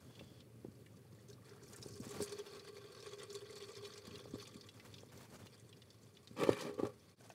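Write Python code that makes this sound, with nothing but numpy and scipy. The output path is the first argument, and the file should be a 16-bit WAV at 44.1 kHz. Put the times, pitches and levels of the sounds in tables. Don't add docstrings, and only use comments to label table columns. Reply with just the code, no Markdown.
import sys
import numpy as np
from scipy import signal
from scipy.fft import rfft, irfft
from scipy.io import wavfile
from scipy.ndimage import uniform_filter1d

SR = 44100
rng = np.random.default_rng(int(sys.argv[2]) if len(sys.argv) > 2 else 0)


def to_wav(sig):
    pcm = np.clip(np.atleast_2d(sig), -1, 1) * 32767
    pcm = np.round(pcm).astype(np.int16)
    wavfile.write(sys.argv[1], SR, pcm.T)


N = 323694
T_S = np.arange(N) / SR

# t/s, level/dB (before its flicker)
RUMBLE_LEVEL_DB = [(0, -61.5), (1.3, -64), (2.2, -57.5), (2.65, -67.5), (3.5, -66), (4.2, -62.5),
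                   (5.4, -63), (5.65, -67), (7.34, -67.5)]
# f/Hz, relative level/dB
RUMBLE_COLOUR_DB = [(30, -16), (50, -23), (75, -7.5), (112, 5), (150, -3), (220, -4.5), (330, -9),
                    (430, -9.5), (560, -13.5), (700, -31), (1500, -38), (3000, -40)]
# f/Hz, width/Hz, level/dB
DRONE_MODES = [(112, 15.5, 0)]
DRONE_DB = -71
# f/Hz, relative density/dB
AIR_COLOUR_DB = [(500, 4.5), (1000, -0.5), (2200, -4), (4000, -9), (7000, -14), (9500, -8), (15500, -16)]
AIR_DB = -73.5

# t/s, level/dB (before surges)
FLOW_DB = [(0, -78), (.5, -93), (1.25, -78), (1.75, -79), (1.96, -78), (2.07, -60.5), (2.5, -62.5),
           (2.7, -65.5), (3.35, -63.5), (4.21, -64), (4.3, -72.5), (4.39, -60.5), (4.62, -68.5),
           (4.72, -72), (5.6, -73.5), (6.1, -79), (7.34, -77)]
# f/Hz, relative level/dB
SPLASH_COLOUR_DB = [(290, -38), (500, 13), (666, -7), (827, -4.5), (941, -11.5), (1100, -2), (1470, -11),
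                    (2390, -7), (2890, -14.5), (3430, -2), (4000, -12), (4400, -2.5), (5200, -14),
                    (8240, -25), (15500, -42)]
# f/Hz, relative level/dB
SPRAY_COLOUR_DB = [(2000, -23), (4500, 5.5), (6500, 6.5), (9500, 2.5), (12000, -5.5), (15500, -5)]
SPRAY_DB, SPRAY_DB_PER_FLOW_DB = -70, 0.53
# start t/s, length/s, level/dB
SPURTS = [(1.62, 0.66, -67), (1.98, 0.13, -66), (2.212, 0.031, -51), (3.04, 0.05, -72), (3.29, 0.075, -66),
          (4.36, 0.086, -68), (7.18, 0.13, -76)]
SPURT_RISE_SHARE, SPURT_RELEASE_S = 0.092, 0.0067
LANDINGS_PER_S, LANDING_DECAY_S, LANDING_SHARE = 170, 0.0054, 0.85
BLOBS_PER_S, BLOB_DECAY_S, BLOB_SHARE = 130, 0.0072, 0.77
# f/Hz, width/Hz, level/dB
HOLLOW_MODES = [(408.5, 16.2, 11.5), (438, 20, 4.5), (1114, 72, -5.5), (1545, 57, -12), (2400, 110, -16),
                (4430, 76, -9)]
# t/s, level/dB
HUM_LEVEL_DB = [(1.2, -76), (2.2, -59), (3.5, -60), (4.1, -62.5), (4.9, -77)]
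STEADY_SHARE = 0.17

# start t/s, length/s, level/dB (before flicker)
RUBS = [(0, 0.35, -70.5), (1.46, 0.17, -70.5), (1.69, 0.17, -67), (2.02, 0.089, -61.5), (2.12, 0.093, -55),
        (2.28, 0.32, -68.5), (4.74, 0.16, -65), (5.11, 0.35, -64.5), (7.19, 0.16, -71)]
# f/Hz, relative level/dB
RUB_COLOUR_DB = [(200, 7), (550, 6), (1300, 0), (2200, -4), (3500, -9), (7000, -9.5), (15000, -17.5)]
RUB_RISE_SHARE, RUB_RELEASE_S = 0.038, 0.033
# start t/s, length/s, level/dB
WHINE = [(0.0084, 0.41, -72.5)]
# f/Hz, width/Hz, level/dB
WHINE_BANDS = [(3390, 120, 12), (4440, 920, 2)]
# t/s, level/dB, centre f/Hz
SPLATS = [(.152, -61, 3430), (0.193, -54.5, 2800), (0.403, -61, 3700), (.862, -61.5, 2290),
          (1.285, -61, 6340), (1.329, -60.5, 4420), (1.493, -60, 5130), (1.739, -66, 6360),
          (1.761, -53, 8350), (1.743, -59.5, 1770), (1.826, -48.5, 4930), (1.884, -56.5, 6150),
          (2.048, -58, 7600), (2.277, -58, 2990), (2.595, -53.5, 4030), (3.002, -57, 5000),
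          (3.196, -56, 3580), (3.218, -67, 7080), (3.302, -52.5, 4300), (3.328, -53, 6860),
          (3.507, -61, 7300), (3.562, -54, 4360), (3.752, -53, 4300), (3.852, -50, 3040),
          (3.936, -53.5, 4630), (3.976, -54, 4430), (4.109, -57.5, 3200), (4.154, -50, 3640),
          (4.456, -60, 2840), (4.61, -53.5, 4440), (4.687, -53, 3490), (4.797, -56, 2620),
          (4.94, -53, 3730), (4.982, -56.5, 3520), (5.467, -57.5, 3460), (5.727, -57, 3180),
          (5.819, -58, 3630), (5.903, -59, 4600), (6.169, -57.5, 3460), (6.273, -54, 4180)]

# t/s, level/dB, swing f/Hz
KNOCKS = [(0.21, -50.5, 566), (.217, -49, 200), (0.647, -41, 354), (.682, -47, 191), (1.86, -44, 370),
          (2, -39.5, 228), (2.066, -44, 228), (2.203, -35.5, 397), (2.214, -41.5, 211), (4.076, -47, 204),
          (4.112, -50, 206), (4.256, -47.5, 520), (4.337, -37.5, 260), (4.356, -45.5, 460),
          (4.555, -46, 218), (5.033, -50, 534), (5.434, -51, 192), (6.309, -48, 207), (6.427, -29, 437),
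          (6.472, -31.5, 426), (6.4905, -18.5, 433), (6.692, -43.5, 475), (6.796, -32.5, 417),
          (6.831, -28.5, 348)]
THUD_HZ, THUD_DB, THUD_DECAY_S = 114.7, -3.5, 0.018
# f/Hz, width/Hz, level/dB
WALL_MODES = [(161, 48, -5.5), (259, 35, -1.5), (320, 15, 2.5), (417, 17, 10), (487, 24, 8.5),
              (544, 11, 8.5), (770, 80, -8.5), (1030, 54, -8), (1125, 37, 2)]

GLUG_S, GLUG_SPREAD_S, GLUG_DB = 1.56, 0.17, -69.5
GLUG_HZ, GLUG_SPREAD_OCTAVES, GLUG_DECAY_S = 1450, 0.37, 0.003
# t/s, boom level/dB
SLUGS = [(1.306, -55), (1.524, -54.5), (2.225, -42), (2.328, -48.5), (2.403, -45.5), (2.499, -64),
         (2.581, -54), (2.77, -55.5), (2.866, -54), (3.079, -50.5), (3.138, -46.5), (3.214, -54),
         (3.311, -50), (3.357, -46.5), (3.432, -51), (3.571, -52), (3.624, -53.5), (3.696, -54),
         (3.775, -52.5), (3.852, -55), (3.997, -68), (4.15, -53), (4.389, -53.5)]
SLUG_HZ, SLUG_RISE_S, SLUG_DECAY_S = 409, 0.011, 0.018
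SURGE_DB, SURGE_WIDTH_S, SURGE_LEAD_S = 4.5, 0.013, 0.0047

# start t/s, length/s, shudder level/dB, grit level/dB
SHOVES = [(6.357, 0.089, -36.5, -50.5), (6.442, 0.085, -38.5, -50.5), (6.529, 0.082, -51, -51.5),
          (6.584, 0.11, -43.5, -58), (6.707, 0.029, -52.5, -83), (6.776, 0.025, -37, -62.5),
          (6.815, 0.045, -40, -63.5)]
SHOVE_RISE_SHARE, SHOVE_RELEASE_S = 0.55, 0.021
SLIPS_PER_S, SLIP_DECAY_S, SLIP_SHARE = 320, 0.0038, 0.99
# f/Hz, relative level/dB
GRIT_COLOUR_DB = [(400, -21), (900, 9), (1500, 2), (2300, -7), (4400, -3), (6000, -11.5), (8500, -10.5),
                  (15500, -23)]
# f/Hz, width/Hz, level/dB
RIM_MODES = [(1850, 170, 6), (2335, 40, 13), (2490, 24, 0), (3090, 76, 2)]
# t/s, level/dB, centre f/Hz, decay/s
CRACKS = [(6.419, -50, 2770, .008), (6.434, -40.5, 2200, 0.008), (6.531, -46, 2180, .004),
          (6.609, -47.5, 4300, 0.022), (6.868, -58, 5660, 0.0042)]
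# t/s, level/dB
CLACKS = [(7.205, -60.5), (7.251, -61.5), (7.301, -51)]
# f/Hz, width/Hz, level/dB
CLACK_MODES = [(630, 110, 1.5), (1500, 70, -6), (2460, 180, -14)]

# f/Hz, width/Hz
NULLS = [(665, 152), (1470, 106)]
ECHO_T60_S = 0.065
DIP_S, DIP_DECAY_S, DIP_DB = 7.159, 0.012, -24
EDGE_HZ = 15750


def gain_of(db):
    return 10 ** (np.asarray(db) / 20)


def evened(x):
    return x / np.sqrt(np.mean(x ** 2) + 1e-20)


def loudest(x, size):
    return x / np.sqrt(uniform_filter1d(x ** 2, size, mode="constant").max() + 1e-20)


def level(rows):
    return gain_of(np.interp(T_S, *np.transpose(rows)))


def add(mix, start_s, sound):
    part = mix[max(round(start_s * SR), 0):][:len(sound)]
    part += sound[:len(part)]


def colour(x, points):
    hz, db = np.transpose(points)
    f_hz = np.fft.rfftfreq(len(x), 1 / SR)
    gain = gain_of(np.interp(np.log(f_hz + 1), np.log(hz), db))
    return evened(irfft(rfft(x) * gain, len(x)))


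def wander(hz):
    f_hz = np.fft.rfftfreq(N, 1 / SR)
    return evened(irfft(rfft(rng.standard_normal(N)) / (1 + (f_hz / hz) ** 4), N))


def resonate(x, hz, width_hz):
    return signal.lfilter(*signal.iirpeak(min(hz, SR / 2 - 1), hz / width_hz, SR), x)


def ring(x, modes):
    return sum(gain_of(db) * resonate(x, hz, width_hz) for hz, width_hz, db in modes)


def steadied(x):
    power = abs(uniform_filter1d(x ** 2, size=1000)) + 1e-20
    return evened(x / power ** (STEADY_SHARE / 2))


def gestures(rows, rise_share, release_s, curve=0.98):
    power = np.zeros(N)
    for start_s, length_s, db in rows:
        t = np.arange(0, length_s + 10 * release_s, 1 / SR)
        swell = np.minimum(t / (rise_share * length_s), 1) ** curve
        release = np.exp(-np.maximum(t - length_s, 0) / release_s)
        add(power, start_s, (gain_of(db) * swell * release) ** 2)
    return np.sqrt(power)


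def clicks(per_s, mean_db):
    size = gain_of(mean_db * np.minimum(rng.exponential(1, N), 4))
    sign = rng.choice([-1, 1], N)
    return evened(size * sign * (rng.random(N) < per_s / SR))


def bursts(per_s, decay_s, share):
    t = np.arange(SR // 20) / SR
    hits = rng.exponential(1, N) * (rng.random(N) < per_s / SR)
    power = abs(signal.oaconvolve(hits, np.exp(-t / decay_s))[:N])
    return np.sqrt(1 - share + share * power / power.mean())


def bubbles(count=800, spread_db=4.0, cycles=6.2):
    t, out = np.arange(SR // 25) / SR, np.zeros(N)
    for hz in np.geomspace(900, 13000, 36):
        age = hz * t / cycles
        swing = np.sin(2 * np.pi * hz * t) * np.exp(-age) * (1 - np.exp(-3 * age))
        ping = np.sqrt(hz) * evened(swing)
        for when, size, sign in rng.random((count, 3)):
            gain = gain_of(-spread_db * np.log(size + 0.066))
            add(out, when * N / SR, np.sign(sign - .5) * gain * ping)
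    return evened(out)


def blobs(x, count=10):
    octave = np.log2(np.fft.rfftfreq(N, 1 / SR) + 1)
    centres = np.log2(np.geomspace(900, 13000, count))
    spectrum, out = rfft(x), np.zeros(N)
    for band in np.eye(count):
        part = irfft(spectrum * np.interp(octave, centres, band), N)
        out += part * bursts(BLOBS_PER_S, BLOB_DECAY_S, BLOB_SHARE)
    return evened(out)


def garage():
    low, air, note = rng.standard_normal((3, N))
    boom = colour(low, RUMBLE_COLOUR_DB) * gain_of(1.2 + 2.0 * wander(14)) * level(RUMBLE_LEVEL_DB)
    drone = gain_of(DRONE_DB) * steadied(ring(note, DRONE_MODES))
    return boom + drone + gain_of(AIR_DB) * colour(air, AIR_COLOUR_DB)


def stream(spray_flicker_db=3.7):
    flow = level(FLOW_DB)
    landings = bursts(LANDINGS_PER_S, LANDING_DECAY_S, LANDING_SHARE)
    t = T_S[::20]
    swell = sum(np.exp(-.5 * ((t - s + SURGE_LEAD_S) / SURGE_WIDTH_S) ** 2) for s, _ in SLUGS)
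    surge = gain_of(SURGE_DB * np.interp(T_S, t, swell) + 0.91 * wander(24))

    drops = blobs(bubbles() + .45 * clicks(5000, 0.84))
    splash = colour(drops, SPLASH_COLOUR_DB) * flow * landings * surge

    thrown = gain_of(SPRAY_DB) * (flow / flow.max()) ** SPRAY_DB_PER_FLOW_DB * surge
    spurts = gestures(SPURTS, SPURT_RISE_SHARE, SPURT_RELEASE_S)
    droplets = blobs(bubbles() + 0.62 * rng.standard_normal(N))
    mist = colour(droplets, SPRAY_COLOUR_DB) * landings * gain_of(spray_flicker_db * wander(110))

    hum = steadied(ring(rng.standard_normal(N) * landings, HOLLOW_MODES)) * level(HUM_LEVEL_DB)
    return splash + mist * np.hypot(thrown, spurts) + hum


def glove():
    grain = colour(rng.standard_normal(N) + 1.2 * clicks(900, 1.1), RUB_COLOUR_DB)
    return grain * gestures(RUBS, RUB_RISE_SHARE, RUB_RELEASE_S) * gain_of(3.5 * wander(29))


def whine(rise_share=0.32, release_s=0.0094):
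    hiss = evened(ring(rng.standard_normal(N), WHINE_BANDS))
    return hiss * gestures(WHINE, rise_share, release_s)


def splat(hz, scatter_s=0.0094, cycles=13, bubble_db=1, count=5, crackle_s=0.0052):
    t = np.arange(SR // 16) / SR
    points = [(hz / 8, -22), (hz * .5, -11), (hz, 0), (hz * 1.53, -7), (hz * 3, -26)]
    crackle = colour(rng.standard_normal(len(t)), points)
    crackle *= np.exp(-t / crackle_s) * (1 - np.exp(-t / .0007))
    pings = np.zeros(len(t))
    for k, (wait, detune) in enumerate(rng.random((count, 2))):
        ratio = 2 ** (0.794 * (detune - .5)) if k else 1
        turns = hz * ratio * t
        ping = np.sin(2 * np.pi * turns) * np.exp(-turns / cycles) * (1 - np.exp(-turns / 2))
        add(pings, scatter_s * wait * k / count, ping / np.sqrt(1 + k))
    return loudest(evened(crackle) + gain_of(bubble_db) * evened(pings), size=100)


def splats():
    out = np.zeros(N)
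    for s, db, hz in SPLATS:
        add(out, s, gain_of(db) * splat(hz))
    return out


def knocks(overtone=0.28, wall_db=-13, slow_hz=250):
    t, out = np.arange(SR // 4) / SR, np.zeros(N)
    thud = np.sin(2 * np.pi * THUD_HZ * t) * np.exp(-t / THUD_DECAY_S) * (1 - np.exp(-THUD_HZ * t * 2))
    thud *= gain_of(THUD_DB)
    for s, db, hz in KNOCKS:
        cycles, slow = hz * t, min(slow_hz / hz, 1)
        swing = np.sin(2 * np.pi * cycles) * cycles ** 2.36 * np.exp(-cycles / 0.29)
        upper = np.sin(2 * np.pi * 2.2 * cycles) * np.exp(-cycles / 0.97) * (1 - np.exp(-10 * cycles))
        blow = swing / abs(swing).max() + overtone * upper
        add(out, s, gain_of(db) * (loudest(blow, size=170) + slow ** 2 * thud))
        wall = loudest(ring(blow, WALL_MODES), size=170)
        add(out, s + 2 / hz, gain_of(db + wall_db) * slow * wall)
    return out


def glugs(count=34, glide_per_s=6):
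    t, out = np.arange(SR // 25) / SR, np.zeros(N)
    for when, pitch, size in rng.standard_normal((count, 3)):
        hz = GLUG_HZ * 2 ** (GLUG_SPREAD_OCTAVES * pitch)
        turns = hz * t * (1 + glide_per_s * t / 2)
        blip = np.sin(2 * np.pi * turns) * np.exp(-t / GLUG_DECAY_S) * (1 - np.exp(-turns / 2))
        gain = gain_of(GLUG_DB + 1.3 * size)
        add(out, GLUG_S + GLUG_SPREAD_S * when, gain * loudest(blip, size=100))
    return out


def slugs():
    t, out = np.arange(-SR // 20, SR // 10) / SR, np.zeros(N)
    rise, fall = np.exp(-.5 * (t / SLUG_RISE_S) ** 2), np.exp(-abs(t) / SLUG_DECAY_S)
    shape = np.where(t < 0, rise, fall)
    for (s, db), phase in zip(SLUGS, rng.random(len(SLUGS))):
        tone = evened(np.sin(2 * np.pi * (SLUG_HZ * t + phase)))
        add(out, s + t[0], gain_of(db) * shape * tone)
    return out


def drag(curve=1.02):
    shudders = [(s, length_s, db) for s, length_s, db, _ in SHOVES]
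    crunches = [(s, length_s, db) for s, length_s, _, db in SHOVES]
    push = gestures(shudders, SHOVE_RISE_SHARE, SHOVE_RELEASE_S, curve)
    bite = gestures(crunches, SHOVE_RISE_SHARE, SHOVE_RELEASE_S, curve)
    slips = bursts(SLIPS_PER_S, SLIP_DECAY_S, SLIP_SHARE)
    jolts = colour(rng.standard_normal(N) * slips, [(60, -34), (170, 2), (1250, -8), (1700, -13)])
    slosh = bubbles(count=450, spread_db=3.5, cycles=15)
    grains = evened(clicks(2500, 3.3) * slips + slosh)
    scrape = colour(grains, GRIT_COLOUR_DB) + gain_of(-4) * evened(ring(grains, RIM_MODES))
    return steadied(ring(jolts, WALL_MODES)) * push + scrape * bite


def cracks():
    t, out = np.arange(SR // 10) / SR, np.zeros(N)
    noises = rng.standard_normal((len(CRACKS), len(t)))
    for (s, db, hz, decay_s), noise in zip(CRACKS, noises):
        burst = resonate(noise * abs(noise) * np.exp(-t / decay_s), hz, .5 * hz)
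        add(out, s, gain_of(db) * loudest(burst, size=170))
    return out


def clacks(contact_s=0.0072):
    t, out = np.arange(SR // 20) / SR, np.zeros(N)
    noises = rng.standard_normal((len(CLACKS), len(t)))
    for (s, db), noise in zip(CLACKS, noises):
        body = ring(noise * np.exp(-t / contact_s), CLACK_MODES)
        add(out, s, gain_of(db) * loudest(body, size=170))
    return out


def underbody(x, wet_db=-7):
    t = np.arange(SR // 3) / SR
    taps = rng.choice([-1, 1], len(t)) * (rng.random(len(t)) < 2000 / SR)
    taps = taps * (t > .002) * gain_of(-60 * t / ECHO_T60_S)
    return x + gain_of(wet_db) * signal.fftconvolve(x, taps / np.linalg.norm(taps))[:N]


def beside_pan(x):
    for hz, width_hz in NULLS:
        x = x - resonate(x, hz, width_hz)
    return x


def scene():
    oil = underbody(stream() + splats() + glugs())
    pan = beside_pan(drag() + cracks() + slugs() + knocks())
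    return (oil + pan + clacks() + glove() + whine() + garage())[None]


def record(dry):
    highpass = signal.butter(4, 68, "highpass", fs=SR, output="sos")
    thin = signal.sosfilt(highpass, dry)
    dip = gain_of(DIP_DB * np.exp(-abs(T_S - DIP_S) / DIP_DECAY_S))
    lowpass = signal.firwin(511, EDGE_HZ, window=("kaiser", 9), fs=SR)
    return signal.oaconvolve(thin * dip, lowpass[None], "same")


dry = scene()
out = record(dry)
to_wav(out)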